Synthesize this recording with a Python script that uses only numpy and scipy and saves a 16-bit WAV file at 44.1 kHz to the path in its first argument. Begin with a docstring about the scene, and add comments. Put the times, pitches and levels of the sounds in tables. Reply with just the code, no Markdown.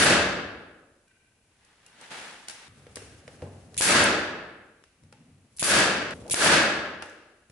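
"""A pneumatic nailer fires into plywood in a hard-walled workshop: a short rush of air, a sharp blow built from
a piston pulse and a crack, then a long noise echo that swells as a gain control lets go.
Between shots, clicks of shaped noise tick, some with a short damped knock or metallic ring, lumpy mid-range
noise swells and fades, and the board groans. A steady floor, a faint metal hum and a soft hiss lie beneath;
hard cuts at edits stop the echoes short."""
import sys
import numpy as np
from scipy import signal
from scipy.io import wavfile
from scipy.ndimage import uniform_filter1d, minimum_filter1d

SR = 44100
rng = np.random.default_rng(int(sys.argv[2]) if len(sys.argv) > 2 else 0)


def to_wav(sig):
    """Store sig (one row per channel, or 1-D mono) as 16-bit WAV at the path in sys.argv[1].

    Samples outside -1..1 are clipped; the rate is SR.
    """
    pcm = np.clip(np.atleast_2d(sig), -1, 1) * 32767
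    pcm = np.round(pcm).astype(np.int16)
    wavfile.write(sys.argv[1], SR, pcm.T)  # frames by channels


def invert_db(level):
    """Linear amplitude ratio for a level in decibels (20 dB per decade), elementwise."""
    return 10 ** (np.asarray(level, dtype=float) / 20)


N = 331191

# All levels are those in the mix, ahead of its final gain and the gain control.
# Edits that stop whatever is sounding: (time [s])
CUTS = (1.076, 2.682, 4.822, 6.139, 8.0)
# Left-right likeness of all noise: (frequency [Hz], likeness [0 to 1])
LIKENESS = [(60, 0.98), (170, 0.99), (490, 0.86), (1400, 0.46), (3000, 0.18), (5000, 0.031), (11000, 0.047)]
# Decay of the room by band: (frequency [Hz], t60 [s])
ROOM_DECAY = [(60, 1.6), (170, 1.29), (330, 1.41), (520, 1.41), (900, 1.247), (1300, 1.274), (1650, 1.273),
              (2100, 1.14), (3000, 1.073), (5000, 0.87), (7700, 0.66), (11000, 0.49)]

# Colour of the steady floor: (frequency [Hz], density [dB per Hz])
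FLOOR_COLOUR = [(12, -40.5), (20, 0), (970, -22), (1520, -28.5), (2590, -21), (3300, -26.5), (4910, -27),
                (10600, -25.5), (11500, -15.5), (15000, -46.5), (22000, -120)]
FLOOR_DB = -65.5
# Bands of the faint metal hum: (frequency [Hz], width [Hz], level [dB])
HUM_BANDS = [(1540, 50, 0), (1960, 50, -8), (2400, 70, -1), (2780, 150, -7), (3680, 250, -14)]
HUM_HOLD_S, HUM_DB, HUM_FADE_DB_PER_S = .2, -71, 40
# Soft hiss near the microphone: (start [s], rise [s], hold [s], level [dB])
SOFT_HISS = [(2.679, .001, .01, -63.5), (2.676, .001, 2.05, -72), (4.815, .001, 1.3, -77),
             (6.143, .001, .01, -58)]
# Colour of the soft hiss: (frequency [Hz], density [dB per Hz])
SOFT_HISS_COLOUR = [(530, -36.5), (900, -15), (1140, 4), (2230, 0.5), (3840, -6), (10600, -36), (11100, 1),
                    (11500, -48), (15000, -71), (22000, -120)]
SOFT_HISS_FADE_DB_PER_S = 29.5

# Loads of the tool on the board, one list each: (time [s], groan level [dB], deep rumble above it [dB])
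LOADS = [
    [(2.68, -61.5, 3.5), (3.044, -58.5, 6.5), (3.216, -61.5, 6), (3.4, -56.5, 4.5), (3.466, -49, -5.5),
     (3.8, -60, 4.5)],
    [(4.98, -69, -5), (5.06, -58.5, -14), (5.12, -62.5, -12), (5.206, -58, -11), (5.31, -58.5, -9.5),
     (5.432, -61.5, -11), (5.6, -73.5, 14)],
    [(6.14, -46.5, -2.5), (6.33, -50, -6)],
]
# Colours of rumble, groan and creak: (frequency [Hz], density [dB per Hz])
RUMBLE_COLOUR = [(30, -28), (60, -17.5), (92, -3), (125, -14.5), (170, -37.5)]
GROAN_COLOUR = [(90, -33.5), (130, 7), (170, -2), (250, 2), (320, -9), (450, -54.5)]
CREAK_COLOUR = [(200, -36), (320, -8.5), (480, -5), (800, -11.5), (1200, -24.5), (2000, -43), (3000, -42)]
# The creak follows groan and a share of the rumble; growth is dB of creak per dB of load.
CREAK_FROM_DB, CREAK_GROWTH, CREAK_RUMBLE_SHARE = -51, 1.73, 0.33

# Swells of lumpy mid-range noise that rise, hold and fade: (start [s], rise [s], hold [s], level [dB])
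SWELLS = [(1.443, 0.24, .01, -61), (1.7, 0.17, .02, -58.5), (1.914, 0.12, .01, -46.5),
          (2.098, 0.011, 0.092, -38), (2.474, .01, 0.16, -50.5)]
# Colour of the swelling noise: (frequency [Hz], density [dB per Hz])
SWELL_COLOUR = [(60, -26), (150, -10), (400, -10), (650, -9), (850, -5), (1100, -8.5), (1600, -4),
                (2100, -6.5), (3000, -8.5), (6200, -16.5), (10600, -20), (11500, -13.5)]
SWELL_RISE_DB, SWELL_FADE_DB_PER_S = 15, 49

# Colour of every tick: (frequency [Hz], density [dB per Hz])
TICK_COLOUR = [(180, -30.5), (300, -7.5), (928, -16.5), (1560, -3.5), (3610, -7), (5970, -3), (6540, -6.5),
               (10500, -4), (11500, -7), (15000, -42), (22000, -120)]
# Light ticks of trigger, valve and hose: (time [s], level [dB], tilt [dB per octave])
TICKS = [(1.08, -58.5, -0.5), (2.497, -28, -0.5), (2.508, -33, 1), (2.957, -26, 3), (3.42, -36, -9.5),
         (3.743, -38, -2), (4.824, -53, -11), (4.838, -45, -6), (5.5654, -40, 11.5), (5.5712, -34, 11),
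         (5.585, -34.5, 0.5), (6.108, -30, -5), (6.279, -37.5, 3), (7.059, -47.5, 1.5), (7.097, -45, 0)]
# Valve pops as the tool resets after a shot: (time [s], level [dB])
POPS = [(0.045, -6), (4.039, -12.5), (6.446, -6.5)]
POP_TILT_DB_PER_OCTAVE = 13.5
TICK_ROOM_DB, KNOCK_ROOM_DB, POP_ROOM_DB = -21, -23, -31  # echo relative to its tick
TOOL_HZ, TOOL_WIDTH_HZ, TOOL_DB = 2780, 300, 6  # the tool's metal colours the echo of each tick

# Ticks with a short damped knock or metallic ring:
# (time [s], tick level [dB], tick tilt [dB per octave], knock level [dB], knock centre [Hz])
KNOCKS = [(1.648, -51, 1.5, -66, 2700), (1.863, -42, 5, -49, 2800), (2.012, -41, 2, -42, 805),
          (2.105, -51, -4, -52, 840), (2.4835, -24.5, 0, -43, 1400), (2.867, -40, -9, -39.5, 500),
          (2.9687, -27.5, -9, -33, 500), (3.02, -40, -9, -51, 150), (3.278, -33, -8.5, -35.5, 480),
          (3.424, -51, -0.5, -19.5, 252), (3.767, -30, 1, -35, 150), (5.0349, -53, -1.5, -46, 150),
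          (5.1251, -40, -6, -43.5, 850), (5.299, -66, 0, -50.5, 110), (6.264, -47, -3, -49, 290),
          (6.2975, -23, 3, -26.5, 250), (7.0226, -25.5, -5.5, -30.5, 1400), (7.498, -48, -1.5, -42, 180)]
# Damped modes of a knock, as of a plywood panel: (frequency [Hz], level [dB], t60 [s])
KNOCK_MODES = [(94, 3, 0.62), (150, -1.5, 0.2), (201, -12, 0.15), (270, -2.5, 0.053), (346, -2, 0.06),
               (494.4, 9, 0.059), (560, -1, 0.089), (825, -5.5, 0.22), (890, -7.5, 0.24), (1400, -7, 0.074),
               (2500, -6, .05), (2800, -5.5, 0.14)]

# Shots: (blow time [s], hiss level [dB], echo level [dB], first echoes above it [dB],
# echo tilt [dB per octave], echo bass lift [dB])
SHOTS = [(-.12, -30.5, -1, 9, 2, 5), (3.8071, -24.5, -4, 16, 1, -2), (5.6247, -27.5, -5.5, 14, 1.5, -0.5),
         (6.3396, -22, -2.5, 6.5, 1, -5)]
# Colour of the air rush: (frequency [Hz], density [dB per Hz])
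AIR_COLOUR = [(200, -10.5), (1400, -27.5), (2300, -5.5), (3500, -4), (5000, -9), (7000, -1.5), (8500, -1.5),
              (10000, 7.5), (11500, -7.5)]
# Colour of the shot's echo: (frequency [Hz], density [dB per Hz])
ECHO_COLOUR = [(18, -57), (30, -25.5), (72, -7), (144, -7.5), (189, -3.5), (420, -5), (580, -4), (843, -9),
               (1690, -7), (2400, -10.5), (2850, -11), (10700, -24), (11500, -28.5), (15000, -64.5),
               (22000, -120)]
# Resonances of the room in the echo: (frequency [Hz], width [Hz], lift [dB])
ROOM_MODES = [(180, 13, 4.5), (326, 27, 4.5), (450, 9.1, 4), (586, 21, 5.5), (824, 44, 3), (895, 10, 5),
              (1277, 22, 6), (1377, 44, 3.5), (1550, 230, 4), (1683, 100, 6), (1940, 25, 4),
              (2210, 40, 4.5), (2610, 160, 4), (3600, 62, 2), (4620, 180, 4)]
AIR_LEAD_S = .030  # air rushes this long before the blow
BLOW_DB = 24.5  # drive of the blow over the long echo, ahead of the trims of push and crack


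def read(points, hz):
    """Reads a spectrum table on a log frequency axis."""
    f, value = np.transpose(points)
    return np.interp(np.log(hz + 1), np.log(f + 1), value)


def resonance(hz, centre, width):
    """Power response of a single resonance, 1 at its centre."""
    return 1 / (1 + (2 * (hz - centre) / width) ** 2)


def next_cut(s):
    """Time of the first edit after s."""
    return min(cut for cut in CUTS if cut > s)


def add(mix, s, sound):
    """Mixes a stereo sound in at s; it stops at the next edit."""
    at, end = round(s * SR), round(next_cut(s) * SR)
    sound = sound[:, max(-at, 0):end - at]
    part = mix[:, max(at, 0):][:, :sound.shape[1]]
    part += sound[:, :part.shape[1]]


def noise(count, shape_db, lumpy_db=0., size=512):
    """Stereo noise shaped by shape_db(Hz, s), scaled to rms 1 for the shape at s = 0."""
    lumps = invert_db(lumpy_db * rng.standard_normal(count + size))  # makes single echoes stand out
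    raw = rng.standard_normal((2, count + size)) * lumps
    overlap = size * 3 // 4
    hz, t, z = signal.stft(raw / np.std(raw), SR, nperseg=size, noverlap=overlap)
    hz = hz[:, None]
    same = np.clip(read(LIKENESS, hz), 0, 1)
    z = np.array([z[0], same * z[0] + np.sqrt(1 - same ** 2) * z[1]])
    rms = np.sqrt(np.mean(invert_db(shape_db(hz, 0.)) ** 2))
    z *= invert_db(shape_db(hz, t)) / rms
    return signal.istft(z, SR, nperseg=size, noverlap=overlap)[1][:, :count]


def steady(spectrum, lumpy_db=0., wobble_db=0., size=300):
    """Noise of one colour for the whole scene, its level wobbling at random."""
    wobble = uniform_filter1d(rng.standard_normal(N), size) * np.sqrt(size)
    coloured = noise(N, lambda f, s: read(spectrum, f) + 0 * s, lumpy_db, size=2048)
    return coloured * invert_db(wobble_db * wobble)


def swell(start, rise, hold, db, fade_db, rise_db=0.):
    """Gain over time: rise, hold, then a steady fade in dB per second; it stops at the next edit."""
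    t = np.arange(N) / SR
    rising = rise_db * np.minimum((t - start) / rise - 1, 0)
    fading = fade_db * np.maximum(t - start - rise - hold, 0)
    return invert_db(db + rising - fading) * (t >= start) * (t < next_cut(start + hold / 2))


def curve(rows, law):
    """Gain over time from law(columns), silent outside the rows."""
    s, *columns = np.transpose(rows)
    return invert_db(np.interp(np.arange(N) / SR, s, law(*columns), -200, -200))


def room_floor():
    """Steady coloured noise under the whole scene."""
    return invert_db(FLOOR_DB) * steady(FLOOR_COLOUR)


def metal_hum():
    """Something metal hums faintly: noise in narrow resonant bands, its level trembling, from the first edit."""
    def bands(f, s):
        power = sum(invert_db(db) ** 2 / w * resonance(f, hz, w) for hz, w, db in HUM_BANDS)
        return 10 * np.log10(power) + 0 * s

    envelope = swell(CUTS[0], .001, HUM_HOLD_S, HUM_DB, HUM_FADE_DB_PER_S)
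    tremble = invert_db(60 * uniform_filter1d(rng.standard_normal(N), size=600))
    return noise(N, bands, size=2048) * envelope * tremble


def soft_hiss():
    """Noise near the microphone that holds, then fades at a steady rate."""
    envelope = sum(swell(*row, SOFT_HISS_FADE_DB_PER_S) for row in SOFT_HISS)
    return envelope * steady(SOFT_HISS_COLOUR)


def board_groan():
    """One load on the board drives a deep rumble, a groan and a creak that grows faster than they do."""
    def rumble(db, deep_db):
        return db + deep_db

    def groan(db, deep_db):
        return db

    def creak(db, deep_db):
        return CREAK_FROM_DB + CREAK_GROWTH * (db + CREAK_RUMBLE_SHARE * deep_db - CREAK_FROM_DB)

    layers = ((rumble, RUMBLE_COLOUR), (groan, GROAN_COLOUR), (creak, CREAK_COLOUR))
    return sum(sum(curve(rows, law) for rows in LOADS) * steady(colour, wobble_db=2.0, size=1200)
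               for law, colour in layers)


def noise_swells():
    """Lumpy mid-range noise that rises, holds and fades; overlapping swells sum in power."""
    power = sum(swell(*row, SWELL_FADE_DB_PER_S, SWELL_RISE_DB) ** 2 for row in SWELLS)
    return np.sqrt(power) * steady(SWELL_COLOUR, lumpy_db=3., wobble_db=1.0)


def tick(tick_db, tilt_db, room_db):
    """A short bright click of noise and a little room, which dies band by band."""
    t = np.arange(SR // 2) / SR

    def click_colour(f, s):
        return read(TICK_COLOUR, f) + tilt_db * np.log2(f / 3000 + 0.18) + 0 * s

    def echo_colour(f, s):
        metal = TOOL_DB * resonance(f, TOOL_HZ, TOOL_WIDTH_HZ)
        return click_colour(f, s) + metal - 60 * s / np.clip(read(ROOM_DECAY, f), .3, 3)

    near = noise(len(t), click_colour, size=256)
    near *= np.minimum(t / .0008, 1) * (invert_db(-2 - 3600 * t) + invert_db(-22 - 500 * t))  # sharp fall, then a faint tail
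    echo = noise(len(t), echo_colour) * np.minimum(t / 0.0057, 1)
    return invert_db(tick_db) * (near + invert_db(room_db) * echo)


def ticking_knock(tick_db, tilt_db, knock_db, knock_hz):
    """A tick with a short knock or metallic ring: damped sine modes, favoured near the knock's centre."""
    t = np.arange(SR // 2) / SR
    modes = 0
    for hz, db, t60 in KNOCK_MODES:
        off_centre_db = 9.2 * abs(np.log2(hz / knock_hz))
        modes = modes + invert_db(db - off_centre_db - 60 * t / t60) * np.sin(2 * np.pi * hz * t)
    knock = invert_db(knock_db) * np.minimum(t / 0.0017, 1) * modes / abs(modes).max()
    return tick(tick_db, tilt_db, KNOCK_ROOM_DB) - knock


def air_rush(hiss_db):
    """Air rushes to the piston: fading noise whose level flutters as the valve pops open and chatters."""
    count = round(AIR_LEAD_S * SR)
    t = np.arange(count) / SR
    flutter = 1 + 0.18 * np.cos(2 * np.pi * 130 * t) + 0.31 * np.exp(-t / 0.0033)
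    return invert_db(hiss_db - 40 * t) * flutter * noise(count, lambda f, s: read(AIR_COLOUR, f) + 0 * s)


def blow(t):
    """The piston bottoms out in a smooth pulse, then the driver cracks as fast-fading random signs."""
    push = -invert_db(-6) * np.exp(-((t - .0012) / .0002) ** 2)
    signs = np.sign(rng.standard_normal((2, len(t))))
    crack = signs * invert_db(-3 - 3000 * (t - .0032)) * (t > .0032)
    return invert_db(BLOW_DB) * (push + crack)


def shot_echo(t, early_db, tilt_db, bass_db):
    """The room answers with fast-fading first echoes over a long tail whose treble dies first."""
    def colour(f):
        body = 1 + sum((invert_db(db) ** 2 - 1) * resonance(f, hz, w) for hz, w, db in ROOM_MODES)
        tilt = tilt_db * np.log2(f / 1500 + 0.15)
        bass = bass_db / (1 + (f / 320) ** 2)
        return read(ECHO_COLOUR, f) + 10 * np.log10(body) + tilt + bass

    def aged(f, s):  # the fall steepens with time
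        return 60 * (.2 - s - 0.16 * s ** 2) / np.clip(read(ROOM_DECAY, f), .3, 3)

    def early_colour(f, s):
        return colour(f) + aged(f, 0) + 2.0 * np.log2(f / 1500 + .02) + 0 * s

    late = noise(len(t), lambda f, s: colour(f) + aged(f, s), lumpy_db=3.0, size=2048)
    early = noise(len(t), early_colour, lumpy_db=2.0)
    arrive = np.clip((t - .006) / 0.009, 0, 1)
    return arrive * (late + invert_db(early_db - 327 * t) * early)


def shot(hiss_db, echo_db, early_db, tilt_db, bass_db):
    """Air rushes to the piston, the driver hits, and the room answers."""
    t = np.arange(2 * SR) / SR
    hit = invert_db(echo_db) * (blow(t) + shot_echo(t, early_db, tilt_db, bass_db))
    return np.hstack([air_rush(hiss_db), hit])


def scene():
    """All sources in the workshop, from the background to the shots."""
    mix = room_floor() + metal_hum() + soft_hiss() + board_groan() + noise_swells()
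    for s, *rest in TICKS:
        add(mix, s, tick(*rest, TICK_ROOM_DB))
    for s, db in POPS:
        add(mix, s, tick(db, POP_TILT_DB_PER_OCTAVE, POP_ROOM_DB))
    for s, *rest in KNOCKS:
        add(mix, s, ticking_knock(*rest))
    for s, *rest in SHOTS:
        add(mix, s - AIR_LEAD_S, shot(*rest))
    return mix * invert_db([[.4], [-.4]])  # left 0.4 dB up, right 0.4 dB down


def top_cut(x):
    """Nothing passes above the cut-off."""
    return signal.sosfilt(signal.butter(12, 12220, fs=SR, output="sos"), x)


def record(dry):
    """Gain control, most alert to treble, drops just ahead of each blow and climbs back; band limits frame it."""
    edge = signal.firwin(127, 11170, window=("kaiser", 5), fs=SR)[None]
    rumble_cut = signal.butter(2, 55, "high", fs=SR, output="sos")
    heard = signal.sosfilt(rumble_cut, signal.oaconvolve(dry, edge, "same"))
    treble = signal.sosfilt(signal.butter(2, 3500, "high", fs=SR, output="sos"), heard)
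    peak = -minimum_filter1d(-abs(treble).max(0), size=300)
    over_db = 20 * np.log10(peak + 1e-9) + 10.5  # above a threshold of -10.5 dB
    over_db[over_db < 0] = -60
    over_db[0] = 8.0  # still down from the blow just before the start
    fall = np.arange(N) / SR * 265  # release in dB, at 265 dB per second
    left_db = np.maximum.accumulate(over_db + fall) - fall
    knee_db = 2.0
    cut_db = knee_db * np.logaddexp(0, left_db / knee_db)  # the last dB come back slowly
    held = heard / invert_db(uniform_filter1d(cut_db, size=120))
    finished = signal.oaconvolve(held, edge, "same")
    return top_cut(finished)


dry = scene()
out = record(dry)
to_wav(out)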